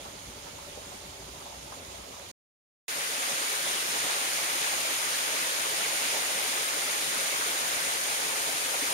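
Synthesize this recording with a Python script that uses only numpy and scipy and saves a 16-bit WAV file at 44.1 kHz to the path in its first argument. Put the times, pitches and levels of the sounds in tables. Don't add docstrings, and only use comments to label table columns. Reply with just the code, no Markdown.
import sys
import numpy as np
from scipy import signal
from scipy.fft import rfft, irfft, next_fast_len
from scipy.io import wavfile
from scipy.ndimage import uniform_filter1d, map_coordinates

SR = 44100
rng = np.random.default_rng(int(sys.argv[2]) if len(sys.argv) > 2 else 0)


def digitize_waveform(pressure):
    field = np.atleast_2d(pressure).T
    bounded = np.clip(field, -1, 1)
    quanta = np.round(bounded * 32767).astype(np.int16)
    wavfile.write(sys.argv[1], SR, quanta)


N = 393813
TIME = np.arange(N) / SR
CAVE_END_S, OPEN_START_S = 2.3146, 2.8815
BAND_LIMIT_HZ = 15760


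def amp(db):
    return 10 ** (np.asarray(db) / 20)


def unit(x):
    return x / np.sqrt(np.mean(x ** 2) + 1e-20)


def along(points, hz):
    freqs, values = np.transpose(points)
    return np.interp(np.log(hz + 1), np.log(freqs + 1), values)


def wobble(rate_hz):
    knots = rng.standard_normal(int(N * rate_hz / SR) + 4)
    return map_coordinates(knots, [TIME * rate_hz])


def filtered(x, response):
    size = next_fast_len(N + SR // 2)
    return irfft(rfft(x, size) * response(np.fft.rfftfreq(size, 1 / SR)), size)[..., :N]


def at_ports(pair, direct, lag_ms=0.36, spacing_ms=0.65):
    def coherence(hz):
        share = along(direct, hz)
        khz = hz / 1000
        return share * np.exp(-2j * np.pi * khz * lag_ms) + (1 - share) * np.sinc(2 * khz * spacing_ms)
    incoherent = filtered(pair[1], lambda hz: np.sqrt(np.abs(1 - np.abs(coherence(hz)) ** 2)))
    return np.array([pair[0], filtered(pair[0], coherence) + incoherent])


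def rush(spectrum, direct, patchy_db):
    cells = signal.stft(rng.standard_normal((2, N)), nperseg=512)[2]
    patches = uniform_filter1d(rng.standard_normal(cells.shape[1:]), size=7, axis=0)
    patches = unit(uniform_filter1d(patches, size=6, axis=1))
    churn = signal.istft(cells * amp(patchy_db * patches), nperseg=512)[1][:, :N]
    return unit(filtered(at_ports(churn, direct), lambda hz: amp(along(spectrum, hz))))


def resonate(x, modes):
    def response(hz):
        return 1 + sum((amp(db) - 1) / (1 + (2 * (hz - centre) / width) ** 2)
                       for centre, width, db in modes)
    return unit(filtered(x, response))


def bubbles(count, pitch_hz, spread, cycles, size_db, samples):
    onset, size, pan = rng.random((count, 3)).T
    hz = np.minimum(pitch_hz * np.exp(spread * rng.standard_normal(count)), BAND_LIMIT_HZ)
    age = np.arange(samples)
    turns = hz[:, None] * age / SR
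    life = np.minimum(turns / cycles, 2)
    envelope = amp(-30 * life) * (1 - np.exp(-2 * turns)) * (life < 2)
    strength = amp(-size_db * np.log(np.maximum(size, .005)))
    rings = strength[:, None] * envelope * np.sin(2 * np.pi * turns * (1 + 0.061 * life))
    place = ((onset * N).astype(int)[:, None] + age).ravel()
    sides = [rings * np.sqrt(share)[:, None] for share in (pan, 1 - pan)]
    return unit(np.array([np.bincount(place, side.ravel(), N)[:N] for side in sides]))


def panned(pair, balance_db):
    return np.array([pair[0] * amp(balance_db / 2), pair[1] * amp(-balance_db / 2)])


# (frequency [Hz], relative level [dB])
WASH_SPECTRUM = [(20, -15), (40, -6.5), (60, -4), (110, -1.5), (170, -2), (330, -4.5), (600, -2.5),
                 (900, -2), (1300, -4.5), (1800, -14.5), (3500, -38)]
# (frequency [Hz], bandwidth [Hz], gain [dB])
CAVE_MODES = [(58.6, 5.2, 14.5), (86, 5, 9), (287, 25, 4), (386, 19, 6.5), (572, 44, 7.5), (868, 22, 5.5)]
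# (frequency [Hz], share [0-1])
CAVE_DIRECT_SHARE = [(100, .02), (1400, 0.14), (3000, 0.034)]


def cave_wash(level_db=-49.4):
    wash = rush(WASH_SPECTRUM, CAVE_DIRECT_SHARE, patchy_db=1.9)
    return amp(level_db + .25 * wobble(10)) * resonate(wash, CAVE_MODES)


# (frequency [Hz], relative level [dB])
HISS_SPECTRUM = [(500, -38.5), (1300, -15), (2200, -0.5), (3500, -1), (4500, 0), (7000, -2.5), (10000, -4),
                 (13000, -10.5), (15600, -19.5)]


def cave_hiss(level_db=-46, spatter_db=0.9, spatter_s=0.035):
    spatter = sum(np.exp(-.5 * ((TIME - start - spatter_s / 2) / spatter_s) ** 2)
                  for start, _, _ in SLOP_IMPACTS)
    drops = bubbles(count=9000, pitch_hz=5040, spread=.45, cycles=4, size_db=4.5, samples=160)
    hiss = rush(HISS_SPECTRUM, CAVE_DIRECT_SHARE, patchy_db=1.0) + amp(-18.5) * drops
    gain = amp(level_db + spatter_db * spatter + 0.31 * wobble(14))
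    return panned(gain * hiss, balance_db=-5.5)


def draught(level_db=-77.0, corner_hz=70):
    noise = rng.standard_normal((2, N))
    return amp(level_db) * unit(filtered(noise, lambda hz: hz / (1 + (hz / corner_hz) ** 3)))


# (time [s], level [dB], centre frequency [Hz])
SLOP_IMPACTS = [(0.052, -45.5, 930), (.465, -47.5, 1100), (.772, -44.5, 597), (.915, -48, 848),
                (1.455, -45.5, 800), (1.72, -44, 950), (1.94, -47.5, 613), (4.64, -34, 1900),
                (7.408, -33, 1300)]


def slops(width_octaves=0.42, rise_s=0.002, cave_decay_s=0.023, open_decay_s=0.016):
    noise = at_ports(rng.standard_normal((2, N)), CAVE_DIRECT_SHARE)
    out = np.zeros((2, N))
    for start, db, centre_hz in SLOP_IMPACTS:
        band = filtered(noise, lambda hz: np.exp(-.5 * (np.log2((hz + 1) / centre_hz) / width_octaves) ** 2))
        age = np.maximum(TIME - start, 0)
        decay_s = cave_decay_s if start < CAVE_END_S else open_decay_s
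        envelope = (1 - np.exp(-age / rise_s)) * np.exp(-age / decay_s)
        out += amp(db) * envelope / envelope.max() * unit(band)
    return out


# (frequency [Hz], relative level [dB])
PLUNGE_SPECTRUM = [(20, -34), (60, -17.5), (105, -17), (160, -11), (220, -13), (270, -8.5), (400, -6),
                   (550, 0), (750, 0.5), (1050, 0), (1500, -1), (2600, -37)]
# (frequency [Hz], bandwidth [Hz], gain [dB])
CLEFT_MODES = [(189, 40, 2.5), (272, 30, 5), (359, 23, 3.5), (436.6, 14, 6), (555, 44, 3.5), (830, 52, 1.5),
               (930, 36, 2)]
# (frequency [Hz], share [0-1])
OPEN_DIRECT_SHARE = [(100, 0.1), (500, 0.76), (800, 0.1), (1400, 0.69), (2300, 0.07), (5000, 0.1),
                     (10000, 0)]


def plunge():
    gurgle = bubbles(count=2000, pitch_hz=806, spread=0.403, cycles=11.5, size_db=2.5, samples=1024)
    gurgle = at_ports(gurgle, OPEN_DIRECT_SHARE)
    roar = rush(PLUNGE_SPECTRUM, OPEN_DIRECT_SHARE, patchy_db=1.85)
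    return resonate(roar + amp(-13) * gurgle, CLEFT_MODES)


# (frequency [Hz], relative level [dB])
SPLASH_SPECTRUM = [(600, -42), (1200, -4.5), (1700, -3.5), (2300, 0), (3500, -2.5), (4800, -1.5),
                   (7000, -10), (10000, -46)]


def splash():
    beads = bubbles(count=5000, pitch_hz=2501, spread=0.305, cycles=35, size_db=1.0, samples=640)
    return rush(SPLASH_SPECTRUM, OPEN_DIRECT_SHARE, patchy_db=0.97) + amp(-12) * beads


# (frequency [Hz], relative level [dB])
SPRAY_SPECTRUM = [(2500, -32), (4300, -5), (5500, -1), (7000, -0.5), (10000, -1.5), (13000, -7.5),
                  (15600, -15)]


def spray():
    fizz = bubbles(count=9000, pitch_hz=7170, spread=0.27, cycles=3.5, size_db=3.0, samples=96)
    return rush(SPRAY_SPECTRUM, OPEN_DIRECT_SHARE, patchy_db=0.8) + amp(-13.5) * fizz


def open_water(swell_db=3.5, swell_s=0.35, tilt_start_s=6, turn_start_s=7.3):
    swell = amp(-swell_db * np.exp(-np.maximum(TIME - OPEN_START_S, 0) / swell_s))
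    tilting_s = np.maximum(TIME - tilt_start_s, 0)
    turning_s = np.maximum(TIME - turn_start_s, 0)
    surge = wobble(11) + .7 * wobble(2.98)
    water = (amp(-41 + 0.16 * surge) * plunge()
             + amp(-32.5 - 0.38 * tilting_s + 0.31 * surge) * splash()
             + amp(-32.5 + 0.11 * tilting_s + 0.19 * surge) * spray())
    return panned(swell * water, balance_db=-1 + 0.4 * turning_s)


def scene():
    inside, outside = TIME < CAVE_END_S, TIME > OPEN_START_S
    water = inside * (cave_wash() + cave_hiss()) + outside * open_water()
    return water + (inside | outside) * (slops() + draught())


# (frequency [Hz], gain [dB])
LEFT_DUCT = [(1500, 2.5), (2300, 2.5), (3000, 1), (3900, 1), (5000, -7.5), (6400, -7.5), (7100, -10),
             (7700, -6), (8500, 4.5), (8900, 7), (10000, 4), (12000, 2), (14000, 0.5), (15500, 0.5)]
RIGHT_DUCT = [(1600, 2), (2500, -1.5), (3500, 1.4), (4300, -1.5), (5800, -0.5), (6900, 4.5), (7700, -5),
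              (8300, -12), (8800, -28.5), (9300, -16), (11000, -8), (13000, -3), (15000, 1), (15600, 2)]


def record(dry):
    coloured = filtered(dry, lambda hz: amp([along(LEFT_DUCT, hz), along(RIGHT_DUCT, hz)]))
    return filtered(coloured, lambda hz: 1 / (1 + (hz / BAND_LIMIT_HZ) ** 600))


dry = scene()
out = record(dry)
digitize_waveform(out)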